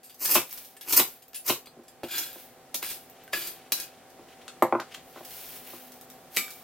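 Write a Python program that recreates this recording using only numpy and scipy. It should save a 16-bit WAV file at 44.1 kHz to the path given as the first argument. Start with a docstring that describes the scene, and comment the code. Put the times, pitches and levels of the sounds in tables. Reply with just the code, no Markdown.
"""In a small kitchen, heard from close by, a long knife shaves a block of ice in three quick strokes,
each ending on a thick wooden board. The block is put aside, the blade sweeps the shavings into a heap,
a porcelain dish is set down, and two hands scoop up the ice and drop it in while a fan hums.
Ice is built from showers of tiny random clicks; steel, wood and porcelain from fading tones;
the fan from coloured noise and a few wavering tones."""
import sys
import numpy as np
from scipy import signal
from scipy.fft import rfft, irfft
from scipy.io import wavfile
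from scipy.ndimage import uniform_filter1d

SR = 44100
rng = np.random.default_rng(int(sys.argv[2]) if len(sys.argv) > 2 else 0)


def to_wav(s):
    """Save 16-bit WAV."""
    ch = np.atleast_2d(s).T  # columns
    pcm = np.round(np.clip(ch, -1, 1) * 32767)  # PCM
    wavfile.write(sys.argv[1], SR, pcm.astype(np.int16))


N = 292381
TIME = np.arange(N) / SR
RING_TIME = TIME[:SR // 2]  # half a second, for blows and responses

# crisp sound of ice being cut: (frequency [Hz], level [dB])
CUT_COLOUR = [(2060, -22), (3500, -10.5), (5360, -4), (5530, -7.5), (6440, -4.5), (6780, -8.5), (7320, -7),
              (9440, -8.5), (10300, -6), (11100, -4.5), (13600, 3), (15100, 1), (16000, -32.5)]
# wetter crunch of loose shavings: (frequency [Hz], level [dB])
SLUSH_COLOUR = [(590, -14.5), (1000, -12.5), (1370, -11), (1450, -10), (1910, -10), (2180, -7.5),
                (2440, -6), (5310, -9), (7880, -11.5), (13900, -1), (15100, -4), (16000, -0.5)]


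def shaving_strokes(cut_db=-1, body_db=-1, steel_db=-6, catch_db=1.5):
    """The edge catches and slips, breaking off flakes; block and blade sound too, most at the board."""
    # pushes of the edge down the block, force building until the ice gives way:
    # (time it gives [s], level [dB], build-up [s], body of block and blade relative to it [dB])
    push_table = [(0.229, -30, 0.059, -17.5), (0.254, -28.5, 0.079, -12.5), (.318, -21, 0.062, -10.5),
                  (0.354, -20, 0.067, -16), (0.932, -22.5, 0.094, -8), (0.971, -12.5, 0.017, -14.5),
                  (0.993, -19.5, 0.05, -11), (1.492, -26.5, 0.064, -11)]
    push_hold_s, push_release_s = 0.0058, 0.036
    # the edge crushing flakes against the board at the foot of a stroke: (time [s], level [dB])
    crush_table = [(0.359, -19.5), (1, -27.5), (1.5, -25)]
    crush_rise_s, crush_release_s = 0.013, 0.047
    # duller sound of the whole block: (frequency [Hz], level [dB])
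    block_colour = [(60, -28), (110, -11), (200, -6.5), (350, 5.5), (650, -6), (1100, 0.5), (1600, -6.5),
                    (2800, 3), (3600, -2), (5500, -25)]

    fractures = flake_sizes(stick_slip(catch_db) * grains(per_s=3500, spread_db=2.0))
    pushes = [move(s, db, build_s, push_hold_s, push_release_s) for s, db, build_s, _ in push_table]
    crushes = [move(s, db, crush_rise_s, 0, crush_release_s) for s, db in crush_table]
    cutting = np.max(pushes, axis=0) * fractures
    out = undb(cut_db) * through(cutting, colour(CUT_COLOUR))

    body_pushes = [undb(row[-1]) * push for row, push in zip(push_table, pushes)]
    block = undb(body_db) * colour(block_colour)
    for force in body_pushes + crushes:
        body = undb(steel_db) * blade(hold=0.32, rub_db=-29)
        body[:len(block)] += block
        out = out + through(force * fractures, body)
    return out


def blade_sweeps(hiss_db=-1, steel_db=1, drag_db=-18, drag_hz=335, catch_db=0.5):
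    """The edge rubs over wet wood, ringing steel and dragging the board; shavings hiss ahead of it."""
    # the blade pushing shavings over the board:
    # (time at full speed [s], ice hiss level [dB], steel ring level [dB], rise [s], hold [s], release [s])
    sweeps = [(2.161, -36.5, -32, .15, 0.035, 0.39), (2.825, -33.5, -39, 0.011, 0.088, 0.16),
              (3.337, -36, -33, 0.022, 0.14, 0.18), (3.771, -44, -44, 0.08, .078, 0.0054)]
    sag_db_per_s = 73  # shavings pile up on the blade and damp it

    catch, out = stick_slip(catch_db), 0
    flakes = flake_sizes(catch * grains(per_s=2500, spread_db=4.0))
    rub = flake_sizes(catch * grains(per_s=1400, spread_db=3.0))
    for s, ice_db, ring_db, rise_s, hold_s, release_s in sweeps:
        speed = move(s, 0, rise_s, hold_s, release_s)
        hiss = undb(hiss_db + ice_db) * through(speed * flakes, colour(SLUSH_COLOUR))
        ring_gain = undb(ring_db - sag_db_per_s * np.maximum(TIME - s, 0))
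        steel = undb(steel_db) * blade(hold=0.59, rub_db=-2.5, place_db=3, shift=0.0128)
        dragged_board = undb(drag_db) * ring([(drag_hz, 0, .05)])
        out = out + hiss + through(speed * ring_gain * rub, steel + dragged_board)
    return out


def blade_taps(flat_hz=7000):
    """The blade lands on ice or wood and chatters briefly, which makes its steel ring."""
    # the blade meeting ice or wood:
    # (time [s], level [dB], chatter fade time, at least 0.0003 [s], treble lean [dB per octave])
    taps = [(0.032, -46, 0.045, 7.5), (0.096, -45.5, 0.025, 2), (0.767, -45.5, 0.0055, 0),
            (.812, -41.5, 0.03, 1.5), (1.222, -49, 0.012, 3), (1.28, -61, 0.0022, 9.5),
            (1.333, -46, 0.006, -0.5), (1.345, -33.5, 0.025, 4), (1.658, -45.5, 0.0063, 3.5),
            (1.671, -44, 0.0043, -5), (1.835, -57.5, .01, 12), (1.881, -46.5, 0.011, 5.5),
            (2.034, -35, 0.011, -5), (2.743, -31, 0.0065, -1), (2.827, -28, 0.0068, -1),
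            (3.278, -45.5, .002, -2.5), (3.332, -23, 0.014, -3.5), (3.472, -30, 0.0085, 13),
            (3.72, -18, 0.005, 3), (3.777, -36, 0.0081, 10)]
    out = np.zeros(N)
    for s, db, seconds, lean in taps:
        # the lean stops at flat_hz
        hardness = colour([(125, 0), (flat_hz, lean * np.log2(flat_hz / 125))])
        steel = blade(hold=1.0, rub_db=1.5, place_db=7.5)
        chatter = through(burst(seconds, per_s=3000), steel)
        add(out, s, through(chatter, hardness), db)
    return out


def blade(hold, rub_db, place_db=3, shift=0.03):
    """Steel tones over the broad sound of contact; each new touching point reweights and bends them."""
    # tones of the knife blade: (frequency [Hz], level [dB], free time to fade by 60 dB [s])
    blade_modes = [(1356, 2, 0.028), (1630, 4, 0.072), (1795, -9, 0.12), (2120, -12, .07),
                   (2474, -4.5, 0.14), (2700, -19, 0.043), (2854, -14.5, 0.14), (3360, -1, 0.038),
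                   (3426, 4.5, 0.07), (4070, 4, 0.08), (4750, 4.5, 0.039), (5480, -4.5, 0.1),
                   (6300, -16, .03), (7020, 3, 0.061), (7430, 0, 0.027), (8380, -0.5, 0.14),
                   (10390, 4, 0.033), (11900, -4, 0.14), (12150, 8.5, 0.014), (13400, 22, 0.014)]
    # steel rubbing: (frequency [Hz], level [dB])
    rub_colour = [(50, -42), (120, -17), (330, -3), (600, 7.5), (1000, 0.5), (1700, 3), (2600, 12.5),
                  (4000, 8.5), (7000, 2.5), (15000, 6.5)]
    chance = rng.standard_normal((len(blade_modes), 2))
    modes = [(hz * (1 + shift * bend), db + place_db * weight, t60)
             for (hz, db, t60), (bend, weight) in zip(blade_modes, chance)]
    response = ring(modes, hold)
    rub = colour(rub_colour)
    response[:len(rub)] += undb(rub_db) * rub
    return unit(response)


def ice_cracks():
    """Larger chips snap off and crumble into a dying run of smaller fractures."""
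    # ice cracking or crunching: (time [s], level [dB], crumble fade time, at least 0.0003 [s])
    cracks = [(0.144, -46.5, .003), (0.254, -21, 0.0056), (.277, -26, 0.0046), (0.343, -19, 0.016),
              (.509, -38, 0.0037), (.575, -37.5, 0.0039), (0.647, -44, 0.0068), (.811, -38, 0.0022),
              (0.897, -30, 0.0035), (.925, -18, 0.014), (1.463, -34, 0.0072), (1.479, -21.5, 0.022),
              (2.182, -22.5, 0.0012), (2.744, -23, 0.0067), (2.902, -33, .01), (3.722, -21, 0.0051),
              (3.8, -27.5, .004), (3.82, -38.5, 0.0017), (4.102, -52, .003), (5.249, -38.5, .004),
              (5.307, -41, 0.0034), (5.92, -43.5, 0.002), (6.012, -42.5, 0.0012), (6.101, -42.5, 0.002),
              (6.347, -39.5, 0.0066), (6.365, -22, 0.005), (6.505, -37.5, 0.004)]
    out, ice = np.zeros(N), colour(SLUSH_COLOUR) + colour(CUT_COLOUR)
    for s, db, seconds in cracks:
        add(out, s, through(burst(seconds, per_s=4800), ice), db)
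    return out


def ice_pops(t60=0.005, snap_db=-3):
    """Each air pocket opens with a snap and a very short, high ping."""
    # air pockets in the melting ice popping: (time [s], level [dB], pitch [Hz])
    pops = [(0.528, -33, 13300), (1.077, -37, 14300), (1.282, -49, 14100), (2.331, -41, 13700),
            (3.099, -46, 14300), (3.238, -48.5, 14100), (5.942, -49, 15100)]
    out = np.zeros(N)
    for s, db, hz in pops:
        ping = ring([(hz, 0, t60)])
        ping[0] += undb(snap_db) / 2
        add(out, s, ping, db)
    return out


def loose_ice(crunch_db=0, brush_db=0, slip_db=5.0):
    """Soft, uneven crunch of flakes sliding over each other, and the brush of wet hands."""
    # loose shavings settling after a stroke, or gathered by hand:
    # (time [s], level [dB], rise [s], hold [s], release [s])
    shavings = [(0.501, -42, .12, 0.084, 0.28), (1.116, -47.5, 0.074, 0.012, 0.17),
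                (2.397, -47, 0.12, .01, 0.2), (3.002, -55, .1, .02, 0.22), (5.088, -55, 0.17, .14, .1),
                (5.306, -41, 0.15, 0.26, 0.19), (5.675, -42.5, .15, .02, 0.56),
                (5.94, -64.5, 0.18, 0.04, 0.25), (6.11, -58.5, 0.22, .02, 0.97),
                (6.38, -35.5, 0.11, .015, 0.23), (6.51, -46, .05, .01, 0.53)]
    # hands and sleeves brushing past: (time [s], level [dB], rise [s], hold [s], release [s])
    brushes = [(3.167, -67, 0.27, 0.049, 0.17), (3.628, -60, 0.34, 0.025, 0.18),
               (3.873, -60, .08, .02, 0.3), (4.198, -61, 0.042, 0.0118, .06),
               (4.292, -56, 0.024, 0.027, 0.1), (4.416, -61.5, 0.042, 0.0087, .12),
               (4.941, -49, 0.13, 0.0046, 0.1), (5.146, -57.5, 0.034, 0.024, 0.39),
               (5.675, -54, .12, 0.048, 0.32)]
    # soft rubbing of skin: (frequency [Hz], level [dB])
    skin_colour = [(500, -19), (2000, 3), (3000, 4.5), (5000, -4.5), (15000, -15)]
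    flakes = flake_sizes(grains(per_s=3000, spread_db=2.0), scatter_db=1.5)
    crunch = np.max([move(*row) for row in shavings], axis=0) * flakes
    brush = sum(move(*row) for row in brushes) * stick_slip(slip_db, count=600) * rng.standard_normal(N)
    crunch = undb(crunch_db) * through(crunch, colour(SLUSH_COLOUR))
    return crunch + undb(brush_db) * through(brush, colour(skin_colour))


def board_knocks(thud_db=1, rattle_db=-1, rattle_t60=0.16):
    """Each blow rings the board and the counter beneath; a longer contact sounds duller."""
    # blows on the board: (time [s], level [dB], contact time [ms], treble lean [dB per octave])
    knocks = [(.355, -19, 0.75, 8), (.363, -23.5, 0.46, 0.5), (0.998, -27, 0.65, 1.5),
              (1.498, -27.5, 1.07, 2), (1.768, -49.5, 0.84, -4.5), (1.79, -43.5, 2.2, 4.5),
              (2.033, -32, 1.24, 3.5), (2.358, -46, 1.3, 5.5), (2.744, -45, 0.46, -3),
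              (2.828, -36.5, 0.26, 4), (3.332, -38, 0.19, 5.5), (3.72, -38.5, 0.2, 0),
              (4.19, -46.5, 0.88, -1), (4.623, -11.5, 0.98, 6), (4.725, -16, 0.88, 5.5),
              (4.751, -21.5, 0.82, 3), (4.798, -30, 0.48, 4), (5.161, -42.5, 0.62, 0.5),
              (5.174, -45, 1.5, 11), (5.208, -43.5, 1.13, 5.5), (5.734, -43, 0.96, 3.5)]
    # tones of the wooden board: (frequency [Hz], level [dB], time to fade by 60 dB [s])
    board_modes = [(121.5, -1.5, 0.14), (239.5, 5.5, 0.11), (297, 3.5, 0.094), (349, 11, 0.12),
                   (450, -20, 0.16), (520, 2, 0.23), (642, -3.5, 0.16), (700, -11, 0.15), (786, -4, 0.21),
                   (919, 14, 0.028), (1034, 3, 0.11), (1127, 2.5, 0.11), (1220, -10.5, 0.087),
                   (1450, -11, 0.089), (1720, -19, 0.1), (2190, -17.5, 0.13)]
    # wooden counter: (frequency [Hz], level [dB])
    wood_colour = [(50, -57), (90, -10.5), (140, 1), (280, -4), (700, 4), (1200, 6.5), (1550, 4.5),
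                   (2500, -3), (3300, -18.5), (8000, -51.5)]
    out, wood = np.zeros(N), colour(wood_colour)
    modes = ring(board_modes)
    for s, db, contact_ms, lean in knocks:
        counter = undb(rattle_db) * unit(rng.standard_normal(len(RING_TIME)) * fade(rattle_t60))
        counter[0] += undb(thud_db)
        # an elastic contact pushes with half a sine
        push = np.sin(np.pi * np.minimum(RING_TIME * 1000 / contact_ms, 1))
        struck = through(modes + through(counter, wood), tilt(lean))
        add(out, s, through(struck, push), db)
    return out


def dish_clinks(click_s=0.0026):
    """Porcelain ticks at each touch; its ring is cut short while held, nearly free as ice drops in."""
    # the dish struck: (time [s], ring level [dB], click level [dB],
    # share of its free ring time [0-1], lean towards the high tones [dB per octave])
    clinks = [(4.48, -62, -35.5, 0.01, -4), (4.624, -32, -34.5, 0.33, 13), (4.801, -48, -35.5, 0.02, 11),
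              (6.37, -27.5, -18.5, 0.92, 1), (6.481, -63, -41.5, 0.4, 2)]
    # tones of the porcelain dish: (frequency [Hz], level [dB], free time to fade by 60 dB [s])
    dish_modes = [(1217, -9, 0.5), (2300, 2.5, 0.38), (2335, 1, 0.47), (2920, 1, 0.064), (3653, -9, 0.55),
                  (5440, -17, 0.65), (7300, -13, 0.52), (7800, -4, 0.28), (8215, 2, 0.13),
                  (10400, -11.5, 0.32), (12260, 1, 0.37)]
    # tick of the touch: (frequency [Hz], level [dB])
    click_colour = [(60, -48), (200, -1), (900, -4.5), (1400, 10.5), (3000, 5), (6000, 0), (10000, -4),
                    (15000, -22)]
    rings, clicks = np.zeros(N), np.zeros(N)
    for s, ring_db, click_db, hold, lean in clinks:
        modes = [(hz, db + lean * np.log2(hz), t60) for hz, db, t60 in dish_modes]
        add(rings, s, ring(modes, hold), ring_db)
        add(clicks, s, through(burst(click_s, per_s=2200), colour(click_colour)), click_db)
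    # the dish's ring is kept nearly dry, its clicks get more of the room
    nearly_dry = kitchen(rings, wet_db=-13)
    return nearly_dry + kitchen(clicks, wet_db=-1.5)


def fan(air_db=-1, hum_db=-1, waver_hz=1.49):
    """Rushing air as coloured noise, and a few motor tones whose pitch wavers."""
    # rushing air: (frequency [Hz], level [dB])
    air_colour = [(15, -51), (25, -23), (102, -15), (153, -8.5), (223, -12), (249, -2.5), (317, -14.5),
                  (344, -5.5), (575, -8.5), (754, -7), (887, -13.5), (1890, -18), (5430, -27.5),
                  (14400, -30.5), (16000, -30)]
    # fan and motor tones, lowest first: (frequency [Hz], level at the end before hum_db [dB])
    motor_tones = [(253.0, -65.5), (511.4, -65), (672.9, -67), (705.2, -74), (764.4, -60)]
    # background level, lower at first: (time [s], level [dB])
    background_level = [(0, -61), (.7, -58.5), (1.3, -60), (1.9, -57), (2.6, -54.5), (3.9, -54),
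                        (4.5, -52.5), (6.6, -53)]
    # the lowest motor tone swells and sinks again near the end: (time [s], level [dB])
    low_tone_swell = [(5.4, -2.5), (5.9, 8), (6.6, -3)]
    level = undb(np.interp(TIME, *np.transpose(background_level)))
    air = stereo(*(through(rng.standard_normal(N), colour(air_colour)) for _ in range(2)))
    knots, tones = np.linspace(0, TIME[-1], num=40), []
    for hz, db in motor_tones:
        pitch = hz + waver_hz * np.interp(TIME, knots, rng.standard_normal(len(knots)))
        phase = 2 * np.pi * np.cumsum(pitch) / SR
        tones.append(undb(db + hum_db) * np.sqrt(2) * np.sin(phase))
    low_tone = tones[0] * undb(np.interp(TIME, *np.transpose(low_tone_swell)))
    hum = low_tone + sum(tones[1:])
    return level * (undb(air_db) * air + hum / level[-1])


def kitchen(x, wet_db, first_echo_s=0.0011, room_t60=0.21):
    """Direct sound and a short dense wash from counter and walls, scaled to keep the power about equal."""
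    envelope = fade(room_t60) * np.clip(RING_TIME / first_echo_s - 1, 0, 1)
    walls = stereo(*(unit(rng.standard_normal(len(envelope)) * envelope) for _ in range(2)))
    wet = undb(wet_db)
    reflected = np.array([through(x, wall) for wall in walls])
    return (x + wet * reflected) / np.sqrt(1 + wet ** 2)


def stereo(mid, side):
    """Two close microphones: alike in most of the bass, almost unrelated in the treble."""
    # width of air and reflected sound: (frequency [Hz], side relative to mid [dB])
    width = [(30, 9), (70, -17), (130, -10), (300, -17), (1000, -7.5), (2500, -8.5), (4200, 0), (9000, 3.5),
             (14000, -1)]
    hz, db = np.transpose(width)
    bins = np.linspace(1, SR / 2, len(side) // 2 + 1)
    side_gain = undb(np.interp(np.log(bins), np.log(hz), db))
    side = irfft(rfft(side) * side_gain, len(side))
    return np.array([mid + side, mid - side])


def from_left(pair, count, left_db=0.96):
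    """A source to the left is a little louder there; the right microphone lags by count samples."""
    right = np.roll(pair[1], count)
    return np.array([pair[0] * undb(left_db / 2), right * undb(-left_db / 2)])


def move(s, db, rise_s, hold_s, release_s, rise_power=2.2, drop_db=30):
    """Gain of one movement: it swells up to time s, holds, then falls by drop_db per release time."""
    force = np.clip(1 + (TIME - s) / max(rise_s, .002), 0, 1)
    released = np.clip((TIME - s - hold_s) / max(release_s, .002), 0, 10)
    # sound grows as a power of the steadily growing force
    return force ** rise_power * undb(db - drop_db * released)


def stick_slip(depth_db, count=1400):
    """Gain of an edge that catches and lets go every few milliseconds, at count random levels."""
    knots = np.linspace(0, TIME[-1], count)
    return undb(depth_db * np.interp(TIME, knots, rng.standard_normal(count)))


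def flake_sizes(x, scatter_db=3.0, order=2):
    """Flakes of changing size shift the weight between coarse, middle and fine crunch."""
    filters = [signal.butter(order, hz, fs=SR, output="sos") for hz in (3000, 8000)]
    coarse, up_to_middle = (signal.sosfiltfilt(lowpass, x) for lowpass in filters)
    bands = coarse, up_to_middle - coarse, x - up_to_middle
    return sum(band * stick_slip(scatter_db, count=600) for band in bands)


def grains(per_s, spread_db, count=N):
    """Tiny fractures at random moments with widely scattered sizes, average power 1."""
    happens = rng.random(count) < per_s / SR
    sign = rng.choice([-1, 1], count)
    x = happens * sign * undb(spread_db * np.minimum(rng.standard_normal(count), 2.5))
    return x / np.sqrt(np.mean(x ** 2))


def burst(seconds, per_s):
    """One snap and a run of smaller fractures that dies away."""
    x = grains(per_s, spread_db=3.0, count=len(RING_TIME)) * np.exp(-RING_TIME / max(seconds, .0003))
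    x[0] += 4
    return x


def ring(modes, hold=1):
    """Fading tones of alternating sign; a hand on the object (hold below 1) shortens them."""
    tones = [(-1) ** k * undb(db) * fade(t60 * hold) * np.cos(2 * np.pi * hz * RING_TIME)
             for k, (hz, db, t60) in enumerate(modes)]
    return unit(sum(tones))


def fade(t60):
    """Exponential decay by 60 dB in t60 seconds."""
    return np.exp(-np.log(1000) * RING_TIME / t60)


def add(track, s, sound, db, size=200):
    """Mix in a blow so that its loudest few milliseconds (size samples) have the given level."""
    start = int(s * SR)
    sound = sound[:N - start]
    loudest = np.sqrt(uniform_filter1d(sound ** 2, size, mode="constant").max())
    track[start:start + len(sound)] += sound * undb(db) / loudest


def colour(points, size=2048):
    """Response shaped like the given (frequency [Hz], level [dB]) curve, with no sound ahead of time."""
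    hz, db = np.transpose(points)
    bins = np.arange(size // 2 + 1) * SR / size + 1  # 1 Hz up, to avoid log(0)
    log_gain = np.log(undb(np.interp(np.log(bins), np.log(hz), db)))
    # folding the cepstrum packs the energy towards the start
    cepstrum = irfft(log_gain)[:size // 2]
    cepstrum[0] /= 2
    return unit(irfft(np.exp(rfft(2 * cepstrum, size))))


def tilt(db_per_octave):
    """Response that leans evenly over the seven octaves above 125 Hz."""
    return colour([(125, 0), (16000, 7 * db_per_octave)])


def through(x, response):
    """Pass a sound through an impulse response."""
    return signal.fftconvolve(x, response)[:len(x)]


def unit(response):
    """Scale a response so that it keeps the power of white noise."""
    return response / np.sqrt(np.sum(response ** 2))


def undb(db):
    """Decibels to gain."""
    return 10 ** (np.asarray(db) / 20)


def scene():
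    """Ice, steel and porcelain a little to the left; the board in the middle of the counter."""
    ice = kitchen(shaving_strokes() + loose_ice(), wet_db=-4.5)
    ice = ice + kitchen(ice_cracks() + ice_pops(), wet_db=0.5)
    steel = kitchen(blade_sweeps() + blade_taps(), wet_db=-5.5)
    dish = dish_clinks()
    board = kitchen(board_knocks(), wet_db=-14.5)
    left = from_left(ice, count=0) + from_left(steel, count=1) + from_left(dish, count=0)
    return left + board + fan()


def record(dry, top_hz=15900):
    """The recorder cuts everything above top_hz steeply."""
    return signal.sosfilt(signal.ellip(10, .2, 70, top_hz, fs=SR, output="sos"), dry)


dry = scene()
out = record(dry)
to_wav(out)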